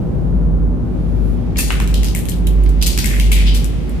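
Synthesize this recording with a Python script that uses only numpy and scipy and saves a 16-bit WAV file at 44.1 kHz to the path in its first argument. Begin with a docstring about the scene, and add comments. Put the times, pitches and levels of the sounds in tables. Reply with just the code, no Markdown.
"""A bare corridor: two slow steps on broken glass.
A deep machine hum, rumble and thin hiss fill the building; the hum swells and fades as the walker
crosses its standing waves. Grit shifts under the shoe, then shards snap in runs of tiny splits,
ring and grind into the floor. The hard walls ring on after them, more briefly beside an open door."""
import sys
import numpy as np
from scipy import signal
from scipy.fft import rfft, irfft
from scipy.io import wavfile
from scipy.ndimage import uniform_filter1d

SR = 44100
rng = np.random.default_rng(int(sys.argv[2]) if len(sys.argv) > 2 else 0)


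def waveform_to_disk(signal):
    """Save audio, clipped to [-1, 1], as 16-bit WAV at the path in sys.argv[1]."""
    frames = np.transpose(np.atleast_2d(signal))
    scaled = np.clip(frames, -1, 1) * 32767
    samples = np.round(scaled).astype(np.int16)
    wavfile.write(sys.argv[1], SR, samples)


N = 176400
BIN_HZ = np.fft.rfftfreq(N, 1 / SR)


def amp(db):
    """Decibels to gain."""
    return 10 ** (np.asarray(db) / 20)


def unit_rms(x):
    """Scales to rms 1."""
    return x / np.sqrt(np.mean(x ** 2) + 1e-20)


def at_hz(points, hz):
    """Interpolates a table over log frequency."""
    f, value = np.transpose(points)
    return np.interp(np.log(hz + 1), np.log(f + 1), value)


def curve(points):
    """Interpolates a time table per sample."""
    return np.interp(np.arange(N) / SR, *np.transpose(points))


def add(mix, start_s, sound):
    """Mixes a stereo sound in."""
    part = mix[:, round(start_s * SR):][:, :sound.shape[1]]
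    part += sound[:, :part.shape[1]]


def panned(db):
    """Constant-power stereo gains; positive dB is left."""
    gains = amp(np.array([db, -db]) / 2).reshape(2, -1)
    return gains / np.sqrt((gains ** 2).mean(0))


def equalised(x, points):
    """Applies a gain table over frequency."""
    return irfft(rfft(x) * amp(at_hz(points, BIN_HZ)), N)


def coloured(x, points):
    """Shapes the spectrum, at rms 1."""
    return unit_rms(equalised(x, points))


def correlated(a, b, likeness):
    """Stereo pair of given correlation from two independent noises."""
    return np.array([a, likeness * a + np.sqrt(1 - likeness ** 2) * b])


def minimum_phase(db):
    """Per-ear response of the sharpest click with this spectrum."""
    log_gain = np.log(amp(np.hstack([db, db[:, -2:0:-1]])))
    return np.exp(np.conj(signal.hilbert(log_gain)))[:, :db.shape[1]]


# Standing waves along the walk: (time [s], relative level [dB])
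HUM_LEVEL = [(0, -27.5), (.37, -13.5), (.69, -14.5), (.84, -24), (1.25, -13), (1.5, -22), (1.98, -11),
             (2.27, -23.5), (2.47, -11.5), (2.68, -8.5), (3.0, -19), (3.25, -9.5), (3.51, -9), (3.8, -20.5)]
# Hum balance: (time [s], left-right [dB])
HUM_PAN = [(0, -22), (.18, 17), (.55, -5), (1.25, 11.5), (1.8, -1), (2.9, -5), (3.3, 0), (4, -4)]
# Weaker machine tones: (frequency [Hz], level [dB])
MACHINE_TONES = [(61, -27), (173, -32), (243, -35), (363, -42.5), (804, -55.5)]


def machine_hum(hum_hz=50.1, right_lead_rad=.6, trim_db=-.2, wander_hz=1.47):
    """One deep tone heard through its standing waves; weaker ones wander in level and phase."""
    t = np.arange(N) / SR
    out = np.sqrt(2) * np.sin(2 * np.pi * hum_hz * t + np.array([[0], [right_lead_rad]]))
    out *= amp(curve(HUM_LEVEL) + trim_db) * panned(curve(HUM_PAN))
    slow_band = np.exp(-(np.fft.fftfreq(N, 1 / SR) / wander_hz) ** 2)
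    for hz, db in MACHINE_TONES:
        wander = np.fft.ifft(slow_band * np.exp(2j * np.pi * rng.random((3, N))))  # left, right, shared
        tone = (wander[:2] + wander[2]) * np.exp(2j * np.pi * hz * t)
        out += amp(db) * unit_rms(tone.real)
    return out


# Rumble spectrum, bass and upper part: (frequency [Hz], relative density [dB])
RUMBLE_LOW = [(20, -30), (37, -26), (44, -8), (58, -6)]
RUMBLE_HIGH = [(68, 0), (170, -2), (260, -7), (400, -14), (600, -23), (1000, -31), (1500, -37.5),
               (2500, -56.5), (6000, -70)]
# Likeness of the ears: (frequency [Hz], correlation [0-1])
RUMBLE_CORRELATION = [(30, 1), (70, 0.24), (130, 0.42), (600, 0.19), (1200, 0.18)]
# Rumble drift: (time [s], gain [dB])
RUMBLE_DRIFT = [(0, 0.6), (2, 0.23), (4, -1.64)]


def rumble(level_db=-21.5):
    """The building's rumble, nearly mono in the deepest bass."""
    a, b = rfft(rng.standard_normal((2, N)))
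    noise = irfft(correlated(a, b, at_hz(RUMBLE_CORRELATION, BIN_HZ)), N)
    return coloured(noise, RUMBLE_LOW + RUMBLE_HIGH) * amp(level_db + curve(RUMBLE_DRIFT))


# Boom spectrum: (frequency [Hz], relative density [dB])
BOOM_SPECTRUM = [(40, -56), (90, -34), (135, -0.5), (175, 2.5), (220, -17), (300, -29), (480, -17),
                 (650, -25.5), (2000, -64)]
# Boom along the walk: (time [s], level [dB])
BOOM_ENVELOPE = [(0, -22), (1.4, -28), (2.2, -40), (4, -32.5)]


def boom():
    """Hollow low noise that fades along the walk and partly returns."""
    noise = rng.standard_normal((2, N)) + rng.standard_normal(N)
    return coloured(noise, BOOM_SPECTRUM) * amp(curve(BOOM_ENVELOPE))


# Hiss spectrum: (frequency [Hz], relative density [dB])
HISS_SPECTRUM = [(300, -10), (1200, -2.5), (2300, 2), (4000, -5.5), (7000, -13), (14000, -23)]
# Hiss along the walk: (time [s], level [dB])
HISS_ENVELOPE = [(0, -54), (.7, -58.5), (1.0, -52), (1.35, -50.5), (2.5, -47), (3.2, -44.5), (4, -43.5)]


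def hiss():
    """Thin noise, independent at each ear, slowly growing."""
    return coloured(rng.standard_normal((2, N)), HISS_SPECTRUM) * amp(curve(HISS_ENVELOPE))


# Grit spectrum: (frequency [Hz], relative density [dB])
GRIT_SPECTRUM = [(1000, -24), (3500, -5), (7000, -3), (11500, 5), (15000, -5)]
# Grit shifting, most before the first step: (time [s], level [dB])
GRIT_ENVELOPE = [(.82, -79), (.95, -66), (1.15, -60), (1.3, -54.5), (1.48, -70), (4, -60)]


def grit(grains_per_s=2000, spread_db=3):
    """Fine grains crackle faintly under the sole."""
    sizes = amp(spread_db * np.minimum(rng.exponential(1, (2, N)), 5))
    hits = rng.random((2, N)) < grains_per_s / SR
    grains = sizes * hits * rng.choice([-1, 1], (2, N))
    return coloured(grains, GRIT_SPECTRUM) * amp(curve(GRIT_ENVELOPE))


def crack(length_s, level_db, body_hz, knock_db, ring_db, fizz_db):
    """Tiny splits ring shard and floor; returns the direct sound and a smoother one for the walls."""
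    splits_per_s, spread_db, fade_db, main_db = 2600, 3, -6.5, 3
    attack_share, colour_db, trim_db, n_fft = .17, 1.7, .5, 8192
    n = max(int(length_s * SR), 8)
    progress = np.arange(1, n + 1) / n
    sizes = amp(spread_db * rng.standard_normal(n) + fade_db * progress)
    sizes *= np.minimum(progress / attack_share, 1)
    hits = rng.random(n) < splits_per_s / SR
    a, b = rng.standard_normal((2, n))
    main = n // 4  # one sure, strong split
    hits[main], sizes[main] = True, amp(main_db)
    a[main] = b[main] = 1
    splits = rfft(correlated(a, b, likeness=.15) * sizes * hits, n_fft)

    hz = np.fft.rfftfreq(n_fft, 1 / SR)
    knock = [(45.4, knock_db - 52), (454, knock_db - 16), (830, knock_db), (1280, knock_db)]
    body = [(body_hz * .937, 0), (body_hz * 1.063, 0)]
    treble = [(4930, ring_db), (8300, fizz_db), (15400, fizz_db - 5.5)]
    ripple = unit_rms(np.convolve(rng.standard_normal(len(hz)), np.hanning(90), "same"))
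    shape_db = at_hz(knock + body + treble, hz) + level_db + trim_db + colour_db * ripple
    sounds = []
    for bins in (200, 9):  # a narrower average flattens the splits' spectrum more
        power = abs(uniform_filter1d(abs(splits) ** 2, size=bins, axis=1)) + 1e-12
        response = minimum_phase(shape_db - 10 * np.log10(power))
        sounds.append(np.sqrt(SR / 100) * irfft(splits * response))
    return sounds


def reflections(sound, t60_table, rise_s, echoes_per_s, max_t60_s=np.inf):
    """Sparse wall echoes build up, then decay band by band with equal energy per band."""
    taps = rng.standard_normal((2, SR)) * (rng.random((2, SR)) < echoes_per_s / SR)
    hz, t, bands = signal.stft(taps, SR, nperseg=256)
    t60_s = np.clip(at_hz(t60_table, hz), .01, max_t60_s)[:, None]
    tail = signal.istft(bands * amp(-60 * t / t60_s) / np.sqrt(t60_s), SR)[1][:, :SR]
    tail *= 1 - np.exp(-(np.arange(SR) / SR / rise_s) ** 2)
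    tail /= np.linalg.norm(tail, axis=1, keepdims=True)
    return signal.fftconvolve(sound, tail, axes=1)


# Shards breaking: (time [s], length [s], body level [dB], body frequency [Hz],
# knock [dB re body], ring [dB re body], fizz [dB re body], left-right [dB])
SHARD_CRACKS = [(1.558, 0.0044, -20, 2130, -20, -22, -29, 6), (1.569, 0.006, -25.5, 3300, -18, 4, -6, 1),
                (1.578, 0.033, -13.5, 2520, -11, -3, 4, 4.5), (1.7041, 0.0046, -10, 2230, 0, -16.5, -28, 2),
                (1.721, 0.003, -19.5, 2770, -16, -23, -7, -10), (1.8, 0.0035, -18, 1880, 2.5, -12, -8.5, 2),
                (1.875, 0.0032, -25, 3070, -25, -7, -5, -5), (1.941, 0.0044, -17, 3290, -32, -6, -7.5, 0.5),
                (2.032, 0.0031, -23, 2110, -11, -5, -4.5, 6), (2.044, 0.0033, -29, 3250, -8, 4, 4.5, 0),
                (2.065, 0.012, -30.5, 3000, -6, 3, -5, -5), (2.085, 0.0018, -27.5, 3300, -25, 0, -5, -11),
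                (2.149, 0.0024, -20, 2090, -23, -11, 0.5, 13), (2.16, 0.003, -22, 1890, -26, -20, -3, 11),
                (2.19, 0.0027, -30, 1900, -27, -9, 3.5, 4),
                (2.254, 0.0033, -27.5, 3050, -13, -12, -1.5, -3),
                (2.2861, 0.002, -24.5, 2090, -14, -3.5, -5, 15),
                (2.289, 0.011, -39.5, 2100, -8, 7, 20.5, 11), (2.317, 0.003, -24.5, 3000, -30, -9, -31, 14),
                (2.468, 0.0091, -21.5, 3120, -21, -11, -1.5, -1), (2.637, 0.003, -36, 1900, -3, -15, 0, -4),
                (2.662, 0.004, -34, 1900, -3, -2, -20, 0), (2.69, 0.008, -44, 3000, -10, 4, 7.5, -1),
                (2.813, 0.0098, -20.5, 3300, -22, 1, -11, 2),
                (2.823, 0.012, -11, 3050, -29, -1.5, -4.5, 0.5),
                (2.861, 0.008, -23.5, 2120, -23, 8.5, 7, 6), (2.864, 0.016, -18, 2230, -16, 2.5, 5.5, 0),
                (2.976, 0.0032, -16.5, 1860, -12, -2.5, -1.5, 0),
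                (2.985, 0.0069, -19.5, 1870, -3, 6, 0.5, 7), (3.042, 0.0033, -9, 1980, -29, -23, -10, 23),
                (3.056, 0.0063, -20, 1960, -25, -4, 4, 6), (3.069, 0.13, -17.5, 2170, -28, -11, -5.5, -1),
                (3.198, 0.0042, -13, 2430, -31, -10, -8, -3), (3.316, 0.006, -8.5, 2270, -26, -12, -6.5, 3),
                (3.323, 0.013, -11.5, 2800, -22, -13.5, -8, 3),
                (3.361, 0.062, -16.5, 2150, -40, -8.5, -21, 2),
                (3.4583, 0.0032, -17.5, 2240, -29, -13, -35, 5),
                (3.463, 0.039, -11.5, 3350, -22, -7.5, -23, 4),
                (3.539, 0.039, -19, 3000, -7, -0.5, -0.5, 4), (3.644, 0.0022, -35, 2300, 3, 4.5, 12, 12),
                (3.656, 0.006, -37, 2090, -13, -28, 5, 8), (3.894, 0.004, -43, 2100, -16, -16, 7.5, 2)]
# Corridor decay: (frequency [Hz], T60 [s])
CORRIDOR_T60 = [(1300, 0.7), (2400, 0.82), (4500, 0.5), (8000, 0.65), (14000, 0.2)]
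# Corridor colour: (frequency [Hz], gain [dB])
CORRIDOR_EQ = [(500, -25), (1300, 0), (2400, 0), (4500, 2.5), (9000, -3.5), (14000, 1)]
# Corridor response, drier beside the door: (time [s], gain [dB])
CORRIDOR_SEND = [(2.15, 0.5), (2.55, -6.5), (2.85, -0.5), (3.4, 1.5), (3.65, -7)]


def breaking_glass(ear_delay_s=.0004, near_db=-5.5, corridor_db=-.5, corridor_pan_db=3.5):
    """Each break arrives directly, off the nearby door and walls, and down the corridor."""
    close, far = np.zeros((2, 2, N))
    for start_s, *shard, pan_db in SHARD_CRACKS:
        direct, radiated = crack(*shard)
        direct[0] = np.roll(direct[0], round(ear_delay_s * SR))
        add(close, start_s, direct * panned(pan_db))
        early = reflections(radiated, [(1000, .1)], rise_s=.0045, echoes_per_s=1400)
        add(close, start_s, amp(near_db) * early)
        limit_s = .34 if 2.0 < start_s < 2.7 else np.inf  # the open door screens off the long echo
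        late = reflections(radiated, CORRIDOR_T60, rise_s=.008, echoes_per_s=3500, max_t60_s=limit_s)
        send_db = np.interp(start_s, *np.transpose(CORRIDOR_SEND))
        add(far, start_s, amp(send_db) * late)
    return close + amp(corridor_db) * panned(corridor_pan_db) * equalised(far, CORRIDOR_EQ)


# Modes of larger shards: (time [s], press time [s], frequency [Hz], level before decay [dB], T60 [s])
SHARD_MODES = [(1.574, .004, 1776, -33, .3), (1.582, .008, 2525, -25, .18), (1.582, .008, 2649, -22, .17),
               (1.802, .02, 1790, -36, .35), (2.149, .001, 2200, -16.5, .016)]


def ringing_shards():
    """Each mode swells as its shard is pressed and dies away."""
    out = np.zeros((2, N))
    t = np.arange(SR // 2) / SR
    for start_s, press_s, hz, db, t60_s in SHARD_MODES:
        envelope = amp(db - 60 * t / t60_s) * np.minimum(t / press_s, 1)
        phase_cycles = rng.random((2, 1)) / 4
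        add(out, start_s, envelope * np.sin(2 * np.pi * (hz * t + phase_cycles)))
    return out


# Sole grinding shards into the floor: (time [s], length [s], start pitch [Hz], end pitch [Hz], level [dB])
SOLE_GRINDS = [(3.045, .17, 2150, 2050, -33.5), (3.32, .14, 2650, 2350, -33)]


def grinding_shards(slips_per_s=700, bandwidth_hz=850):
    """Uneven slips ring a broad resonance that sinks as the weight comes on."""
    out = np.zeros((2, N))
    pole = np.exp(-np.pi * bandwidth_hz / SR)
    for start_s, length_s, start_hz, end_hz, db in SOLE_GRINDS:
        n = int(length_s * SR)
        slips = rng.standard_normal((2, n)) * (rng.random(n) < slips_per_s / SR)
        glide = np.exp(2j * np.pi * np.cumsum(np.linspace(start_hz, end_hz, n)) / SR)
        resonance = (glide * signal.lfilter([1], np.poly([pole, pole]), slips / glide)).real
        add(out, start_s, amp(db) * unit_rms(resonance * np.hanning(n) ** .5))
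    return out


def scene():
    """Glass and grit underfoot, over the hum and noise of the building."""
    steps = breaking_glass() + ringing_shards() + grinding_shards() + grit()
    return steps + machine_hum() + rumble() + boom() + hiss()


def record(dry):
    """Low cut, overload ceiling, band limit."""
    low_cut_hz, ceiling, high_cut_hz = 36, .85, 14750
    highpass = signal.butter(6, low_cut_hz, "highpass", fs=SR, output="sos")
    lowpass = signal.firwin(255, high_cut_hz, window=("kaiser", 7), fs=SR)
    clipped = np.clip(signal.sosfiltfilt(highpass, dry, padlen=8000), -ceiling, ceiling)
    return signal.oaconvolve(clipped, lowpass[None], "same")


dry = scene()
out = record(dry)
waveform_to_disk(out)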